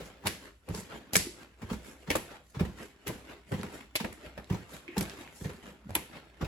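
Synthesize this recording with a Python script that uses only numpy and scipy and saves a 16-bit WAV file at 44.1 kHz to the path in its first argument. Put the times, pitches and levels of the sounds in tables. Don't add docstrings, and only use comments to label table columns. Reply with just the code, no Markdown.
import sys
import numpy as np
from scipy import signal
from scipy.fft import rfft, irfft, next_fast_len
from scipy.io import wavfile
from scipy.ndimage import uniform_filter1d, map_coordinates

SR = 44100
rng = np.random.default_rng(int(sys.argv[2]) if len(sys.argv) > 2 else 0)


def store_pcm(level_fs):
    pcm = np.round(np.clip(level_fs, -1, 1) * 32767).astype(np.int16)
    wavfile.write(sys.argv[1], SR, np.atleast_2d(pcm).T)


N = 285503

# touch in seconds, pat level in dB, treble tilt in dB per decade, roll until the weight
# arrives in seconds, thud level in dB, cushion pitch in Hz.
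FOOTFALLS = [(0.003, -33.5, 6, 0.0095, -37.5, 174), (0.237, -38.5, 0, 0.0089, -33, 175),
             (0.257, -23, 6, 0.0084, -28, 194), (0.683, -33, -9.5, 0.01, -29.5, 139),
             (0.7, -34, 0, 0.0056, -29, 164), (0.742, -31, 3.5, 0.0061, -34, 190),
             (0.772, -36.5, 5.5, 0.0077, -34, 190), (1.129, -41, -7.5, 0.0017, -33, 195),
             (1.156, -29, -6, 0.0058, -23, 177), (1.198, -32, -3.5, 0.0028, -40, 166),
             (1.618, -35, 4, 0.0083, -30.5, 202), (1.699, -30.5, 5, 0.013, -22.5, 204),
             (1.732, -33, 4, 0.0018, -38, 236), (2.075, -35, -3, 0.0075, -28.5, 175),
             (2.103, -17.5, 8.5, 0.0019, -27, 292), (2.153, -18.5, -10, 0.0012, -31, 339),
             (2.547, -35.5, 0, 0.019, -28, 126), (2.595, -27.5, 3.5, 0.012, -15.5, 180),
             (2.623, -45.5, -1, 0.0023, -37, 144), (2.651, -33, 4, .002, -33, 220),
             (3.067, -26.5, 6.5, 0.013, -33, 143), (3.094, -24.5, -8, 0.0037, -36.5, 310),
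             (3.519, -22.5, -14, 0.0024, -25.5, 160), (3.539, -29.5, 2, 0.0021, -23, 180),
             (3.591, -35, -4.5, 0.0027, -34, 210), (3.633, -32.5, -6, 0.0066, -31.5, 178),
             (4.001, -27, 7, 0.0045, -28, 207), (4.045, -23.5, -5, 0.0036, -32.5, 206),
             (4.378, -31, -7, 0.0024, -39.5, 198), (4.5, -30, 3, 0.0064, -21, 170),
             (4.525, -32.5, 2.5, 0.0022, -25.5, 147), (4.544, -28, 2, 0.0016, -33.5, 187),
             (4.967, -25, 6, 0.0069, -19.5, 197), (4.992, -32, 4, 0.0019, -29.5, 171),
             (5.011, -25, -9, 0.00087, -31, 159), (5.41, -36, -9.5, 0.0029, -32.5, 178),
             (5.446, -30.5, -4, 0.0088, -26.5, 156), (5.494, -32, -1.5, 0.0022, -40.5, 180),
             (5.893, -33, -4.5, 0.0017, -36.5, 187), (5.955, -23, 1.5, 0.0028, -31.5, 318),
             (6.412, -25, -2, 0.011, -21, 155), (6.446, -33.5, 6, 0.0016, -42, 166)]
# time in seconds, mat heave in dB, shirt jolt in dB,
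# delay to the fastest arm swing in seconds, shirt on that swing in dB, hair on it in dB.
LANDINGS = [(-0.21, -25, -55, 0.19, -58, -60), (0.249, -29.5, -52.5, .2, -50, -62),
            (0.695, -28, -50, 0.25, -43.5, -60), (1.162, -31, -56, 0.25, -51.5, -63.5),
            (1.63, -32, -52.5, 0.25, -49.5, -53.5), (2.089, -50, -49, 0.24, -47, -64),
            (2.599, -26, -55, 0.22, -46, -55), (3.06, -41, -52, 0.25, -45.5, -64),
            (3.522, -30.5, -47.5, 0.23, -47, -53), (4.006, -41, -56.5, 0.247, -48, -63),
            (4.506, -24.5, -56.5, 0.24, -45.5, -50.5), (4.976, -39, -45.5, 0.23, -45.5, -54.5),
            (5.445, -37, -54, 0.23, -49.5, -59.5), (5.9, -33.5, -53, 0.26, -46.5, -64.5),
            (6.418, -29, -52.5, .24, -50, -57)]
# start in seconds, level in dB,
# trapped-air resonance in Hz, its height in dB, reverberation in dB.
SKIN_SLAPS = [(0.266, -23, 1790, 11.5, 0), (0.2711, -15.5, 4300, 9, -7.5), (1.1337, -19.5, 8200, 1.5, -1.5),
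              (1.155, -6, 2000, 14, -9), (1.158, -8.5, 5030, 14, -4), (1.166, -7, 8440, 17.5, -8),
              (2.1037, -17, 2110, 14.5, -2.5), (2.154, -16, 930, 28, -10.5), (2.157, -21, 3100, -3.5, -6),
              (3.07, -32, 1490, 7.5, -22), (3.079, -29, 1524, 2, -4.5), (3.955, -16.5, 2140, 12, -11.5),
              (3.958, -18.5, 3240, 13, -6), (3.9609, -20, 5650, 14, -13.5), (4.046, -28.5, 1960, 24, -17),
              (4.98, -23.5, 5900, 6, -9), (5.009, -24, 4260, 3.5, -10), (5.025, -33, 8100, 11, -21.5),
              (5.952, -13, 11600, 13, -16), (5.953, -16.5, 2470, 17.5, -10), (5.955, -27.5, 910, 3, -3)]
# start in seconds, level in dB, pitch in Hz.
TICKS = [(0.688, -29, 472), (0.749, -21.5, 5200), (1.702, -41, 3000), (1.73, -32, 7850),
         (2.597, -29.5, 940), (2.608, -27, 900), (3.519, -29.5, 975), (3.525, -27, 1900),
         (3.613, -31, 3900), (3.632, -27, 1100), (3.633, -32, 4500), (4.003, -29, 1400),
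         (4.047, -26.5, 586), (4.126, -33.5, 1530), (4.129, -29.5, 7800), (4.377, -32.5, 740),
         (4.399, -39, 1200), (4.444, -39, 3970), (4.501, -34, 895), (5.097, -26.5, 3960),
         (5.276, -33.5, 1960), (5.502, -33.5, 1500), (5.533, -39, 11000), (5.894, -38.5, 607),
         (5.906, -32, 940)]
# peak in seconds, level in dB, half length in seconds.
HAIR_WHIPS = [(0.058, -56, 0.029), (0.779, -44.5, 0.028), (1.736, -49, 0.015), (2.037, -66, 0.05),
              (2.512, -65.5, 0.044), (3.53, -58.5, 0.033), (4.538, -63.5, 0.045), (5.413, -50, 0.053)]
# time in seconds, level in dB.
RESTING_RUSTLE = [(0.05, -46.5), (0.22, -56.5), (0.6, -84), (1.1, -52), (1.57, -61.5), (2.03, -55.5),
                  (2.5, -67), (2.98, -58.5), (3.45, -62.5), (3.81, -45.5), (3.9, -61), (4.35, -55),
                  (4.85, -54.5), (5.3, -51), (5.85, -59.5), (6.47, -56)]
# start in seconds, level in dB, pitch in Hz, t60 in seconds.
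SKIN_SQUEAKS = [(4.879, -42, 2280, 0.06), (4.924, -51, 1980, 0.11)]
# peak in seconds, level in dB, pitch in Hz, half length in seconds.
LOW_TONES = [(1.27, -35.5, 335, 0.003), (4.888, -39.5, 340, 0.0047), (5.676, -46, 205, 0.023),
             (5.869, -41, 188, 0.017)]
# frequency in Hz, level in dB.
FOAM_SPECTRUM = [(25, -15.5), (60, 11.5), (110, 3.5), (190, -17.5), (270, -24), (340, -3.5), (550, -19.5),
                 (1200, -22), (3000, -86)]
VINYL_SPECTRUM = [(120, 2), (300, 5), (480, 4.5), (650, -6.5), (900, 1.5), (1400, -6), (2100, -7),
                  (3500, -13.5), (8000, -24), (16000, -30.5)]
SKIN_SPECTRUM = [(200, -4), (600, 4), (1200, -5.5), (2000, 0.5), (4500, -5), (7000, -5), (11000, 0),
                 (14000, -9.5), (16500, -21)]
SHIRT_SPECTRUM = [(40, -4.5), (150, 6), (400, 6), (700, 0), (1100, -2.5), (1500, -1), (2100, -2.5),
                  (3500, -9), (7500, -25), (12000, -26), (16000, -37.5)]
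HAIR_SPECTRUM = [(1500, -2), (4000, 5), (7300, 10.5), (9000, 9.5), (11500, 7), (15500, -9), (17000, -16.5)]
VENTILATION_SPECTRUM = [(20, -13.5), (45, -4.5), (60, 12.5), (80, -5.5), (200, -11.5), (500, -25),
                        (2000, -29.5), (5000, -40.5), (16000, -55)]
# frequency in Hz, t60 in seconds.
WALL_DECAY = [(100, 0.31), (400, 0.28), (1200, 0.25), (3000, 0.42), (8000, 0.41), (15000, 0.31)]
# frequency in Hz, left-right correlation.
COHERENCE = [(70, 0.99), (170, 0.77), (400, 0.85), (1000, 0.41), (2200, 0.17), (4500, 0.22), (6500, 0.036),
             (8500, 1), (15000, 0.57)]
# frequency in Hz, lead of the left in radians.
PHASE_LEAD = [(0, 0), (1800, -.4), (3200, 1.6), (4300, 0), (7200, -.2), (9200, -3.1), (11400, -6.3),
              (13800, -9.4), (16600, -12.6)]

LEAD_IN_S = 0.04


def foam_thuds(level_db=-2, press_s=0.006, sag=0.027, knock_ratio=2.15, heave_hz=98, wet_db=-6.5):
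    track, t = np.zeros((2, N)), np.arange(SR // 5) / SR
    push = lambda peak_s: (t / peak_s * np.exp(1 - t / peak_s)) ** 2
    steps = [(s + roll_s, db, pitch_hz) for s, _, _, roll_s, db, pitch_hz in FOOTFALLS]
    rebound_s, rebound_db, rebound_hz = 0.094, -43.5, 200
    rebounds = [(s + rebound_s, rebound_db, rebound_hz) for s, *_ in LANDINGS]
    for s, db, pitch_hz in steps + rebounds:
        glide_hz = pitch_hz * (1 + sag * (np.exp(1 - t / press_s) - 1) / 2)
        cycles = np.cumsum(glide_hz) / SR
        phase = 2 * np.pi * (cycles - np.interp(press_s, t, cycles))
        cushion = push(press_s) * np.cos(phase)
        knock = amp(-11) * push(press_s) ** 2 * np.cos(knock_ratio * phase)
        shudder = amp(-12) * noise(lambda hz: along(FOAM_SPECTRUM, hz), len(t))
        shudder *= burst(t, rise_s=0.0015, t60=0.26)
        add(track, s, amp(db + level_db) * in_room(cushion + knock + shudder, wet_db))
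    heave = amp(-2) * push(0.012) * np.cos(2 * np.pi * heave_hz * (t - press_s))
    for s, heave_db, *_ in LANDINGS:
        add(track, s, amp(heave_db + level_db) * in_room(np.array([heave, heave]), wet_db))
    return track * amp([[-1.0], [1.0]])


def sole_pats(level_db=-7, arch_hz=480, arch_db=6, scatter_octaves=0.38):
    track = np.zeros((2, N))
    for s, db, treble_db, roll_s, *_ in FOOTFALLS:
        hollow_hz = arch_hz * 2 ** (scatter_octaves * rng.standard_normal())
        hollow = lambda hz: arch_db * resonance(hz, hollow_hz, octaves=0.27)
        tilt = lambda hz: treble_db * np.log10((hz + 100) / 1000)
        colour = lambda hz: along(VINYL_SPECTRUM, hz) + hollow(hz) + tilt(hz)
        pat = impact(colour, rise_s=0.00075 + 0.18 * roll_s, t60=0.046 + 6.95 * roll_s,
                     squeeze_db=-7.5, squeeze_s=0.004, wet_db=-4, ceiling_db=-8, grit_db=1)
        add(track, s - LEAD_IN_S, amp(db + level_db) * pat)
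    return track * amp([[0.5], [-0.5]])


def skin_slaps(level_db=-4, firm_db=-11.5, firm_t60=0.016):
    track = np.zeros((2, N))
    for s, db, cup_hz, cup_db, wet_db in SKIN_SLAPS:
        colour = lambda hz: along(SKIN_SPECTRUM, hz) + cup_db * resonance(hz, cup_hz, octaves=0.81)
        t60 = firm_t60 * 2 ** ((firm_db - db) / 12)
        slap = impact(colour, rise_s=0.0001, t60=t60, squeeze_db=-21, squeeze_s=0.003,
                      wet_db=wet_db, ceiling_db=wet_db - 1.5, grit_db=3)
        add(track, s - LEAD_IN_S, amp(db + level_db) * slap)
    return track


def ticks(level_db=-4, ring_db=25, ring_cycles=11):
    track = np.zeros((2, N))
    for s, db, pitch_hz in TICKS:
        colour = lambda hz: along(SKIN_SPECTRUM, hz) + ring_db * resonance(hz, pitch_hz, octaves=1.2)
        tick = impact(colour, rise_s=0.00017, t60=0.0023 + ring_cycles / pitch_hz,
                      squeeze_db=-27, squeeze_s=0.0016, wet_db=-3, ceiling_db=-15, grit_db=0)
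        add(track, s - LEAD_IN_S, amp(db + level_db) * tick)
    return track


def impact(colour_db, rise_s, t60, squeeze_db, squeeze_s, wet_db, ceiling_db, grit_db):
    t = np.arange(SR // 5) / SR - LEAD_IN_S
    squeeze = amp(squeeze_db) * np.exp(-np.abs(t) / squeeze_s)
    envelope = burst(np.maximum(t, 0), rise_s, t60) + squeeze
    crack = noise(lambda hz: colour_db(hz) + ripple(hz), len(t)) * envelope
    crack *= amp(grit_db * wobble(1300, len(t)))
    crack /= np.linalg.norm(crack, axis=1, keepdims=True)
    sound = np.zeros((2, SR // 2))
    add(sound, 0, crack)
    add(sound, 0.0097, amp(ceiling_db) * crack)
    add(sound, LEAD_IN_S, amp(wet_db) * reverberation(colour_db))
    return np.linalg.norm(envelope) * sound


def ripple(hz, depth_db=4, spacing_hz=289.6):
    return depth_db * map_coordinates(rng.standard_normal(512), [hz / spacing_hz])


def shirt_and_hair(shirt_db=-1.5, hair_db=-3):
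    t = np.arange(N) / SR
    power = lambda db: amp(db) ** 2
    swell = lambda s, half_s: np.exp(-np.minimum(((t - s) / half_s) ** 2, 50))
    shirt_power = power(np.interp(t, *np.transpose(RESTING_RUSTLE)) - 5)
    hair_power = np.full(N, power(-80))
    for s, _, jolt_db, delay_s, shirt_swing_db, hair_swing_db in LANDINGS:
        jolt = power(jolt_db) * swell(s + 0.088, half_s=0.074)
        settle = power(-14.5) * swell(s + delay_s + 0.071, half_s=0.036)
        swing = swell(s + delay_s, half_s=0.035) + settle
        shirt_power += power(shirt_db) * (jolt + power(shirt_swing_db) * swing)
        hair_power += power(hair_db) * (power(-11) * jolt + power(hair_swing_db) * swing)
    for s, whip_db, half_s in HAIR_WHIPS:
        hair_power += power(whip_db + hair_db) * swell(s, half_s)
    creases = np.sqrt(crease_power())
    folds_db = 1.2 * wobble(220) + 0.59 * wobble(35)
    threads_db = 2 * wobble(1800)
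    texture = unit(creases * amp(folds_db + threads_db))
    shirt = np.sqrt(shirt_power) * noise(lambda hz: along(SHIRT_SPECTRUM, hz), N)
    hair = np.sqrt(hair_power) * noise(lambda hz: along(HAIR_SPECTRUM, hz), N)
    return in_room(colour_drift(texture * (shirt + hair)), wet_db=-8.5)[:, :N]


def crease_power(per_s=110, life_s=0.0009, spread_db=2.5):
    flips = rng.random(N) < per_s / SR
    flip_db = 1 + spread_db * np.minimum(rng.exponential(size=N), 3)
    decay = np.exp(-1 / (life_s * SR))
    return 1 + signal.lfilter([1], [1, -decay], flips * amp(flip_db) ** 2)


def colour_drift(x, depth_db=3.2):
    spectra = signal.stft(x, nperseg=512)[2]
    drift = uniform_filter1d(rng.standard_normal(spectra.shape[1:]), size=2, axis=0)
    drift = uniform_filter1d(drift, size=6, axis=1)
    return signal.istft(spectra * amp(depth_db * unit(drift)), nperseg=512)[1][:, :N]


def squeaks(width_octaves=0.22, rough_db=4):
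    track, t = np.zeros((2, N)), np.arange(SR // 5) / SR
    for s, db, pitch_hz, t60 in SKIN_SQUEAKS:
        colour = lambda hz: -20 * np.log10(1 + (np.log2((hz + 1) / pitch_hz) / width_octaves) ** 2)
        slips = unit(amp(rough_db * wobble(580, len(t))))
        rasp = noise(colour, len(t)) * slips * burst(t, rise_s=0.0004, t60=t60)
        add(track, s, amp(db) * in_room(rasp, wet_db=0))
    return track


def low_tones(fall_octaves_per_s=8.4, rough_db=7):
    track, t = np.zeros(N), np.arange(N) / SR
    for s, db, pitch_hz, half_s in LOW_TONES:
        glide_hz = pitch_hz * 2 ** np.clip(-fall_octaves_per_s * (t - s), -1, 1)
        envelope = np.exp(-((t - s) / half_s) ** 2 / 2)
        track += amp(db) * envelope * np.sin(2 * np.pi * np.cumsum(glide_hz) / SR)
    track *= unit(amp(rough_db * wobble(170)))
    return in_room(np.array([track, track]), wet_db=-3)[:, :N]


def in_room(sound, wet_db):
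    tail = reverberation(np.zeros_like)
    heard = amp(wet_db) * signal.fftconvolve(sound[:1], tail, axes=1)
    add(heard, 0, sound)
    return heard


def reverberation(colour_db, build_s=0.0015):
    hz, t, spectra = signal.stft(noise(colour_db, 2 * SR // 5), SR, nperseg=256)
    decay = np.exp(-np.log(1000) * t / along(WALL_DECAY, hz)[:, None])
    build = 1 - np.exp(-t / build_s)
    tail = signal.istft(spectra * decay * build, SR, nperseg=256)[1]
    return tail / np.linalg.norm(tail[0])


def ventilation(level_db=-61.5):
    return amp(level_db) * noise(lambda hz: along(VENTILATION_SPECTRUM, hz), N)


def noise(colour_db, size):
    def response(hz):
        angle = np.arccos(np.clip(along(COHERENCE, hz), -1, 1)) / 2
        return amp(colour_db(hz)) * [np.cos(angle), np.sin(angle)]
    mid, side = filtered(rng.standard_normal((2, size)), response)
    return unit(np.array([mid + side, mid - side]))


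def filtered(x, response):
    size = x.shape[-1]
    padded = next_fast_len(size + 1024, True)
    hz = np.fft.rfftfreq(padded, 1 / SR)
    return irfft(rfft(x, padded) * response(hz), padded)[..., :size]


def resonance(hz, centre_hz, octaves):
    return np.exp(-(np.log2((hz + 1) / centre_hz) / octaves) ** 2)


def burst(t, rise_s, t60):
    return (1 - np.exp(-t / rise_s)) * np.exp(-np.log(1000) * t / t60)


def wobble(knots_per_s, size=N):
    knots = rng.standard_normal(int(size * knots_per_s / SR) + 4)
    return map_coordinates(knots, [np.arange(size) * knots_per_s / SR])


def along(points, hz):
    knots_hz, values = np.transpose(points)
    return np.interp(np.log(hz + 1), np.log(knots_hz + 1), values)


def amp(db):
    return 10 ** (np.asarray(db) / 20)


def unit(x):
    return x / np.sqrt(np.mean(x ** 2) + 1e-20)


def add(track, s, sound):
    start = round(s * SR)
    sound = sound[..., max(-start, 0):]
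    part = track[:, max(start, 0):][:, :sound.shape[-1]]
    part += sound[..., :part.shape[-1]]


def scene():
    contacts = foam_thuds() + sole_pats() + skin_slaps() + ticks()
    return contacts + shirt_and_hair() + squeaks() + low_tones() + ventilation()


def record(dry, low_cut_hz=42, top_hz=16600):
    def response(hz):
        low_cut = (1j * hz) ** 2 / (low_cut_hz ** 2 - hz ** 2 + 1j * np.sqrt(2) * hz * low_cut_hz)
        half_lead = np.interp(hz, *np.transpose(PHASE_LEAD)) / 2
        return low_cut * np.exp(1j * np.array([half_lead, -half_lead])) * (hz < top_hz)
    return filtered(dry, response)


dry = scene()
out = record(dry)
store_pcm(out)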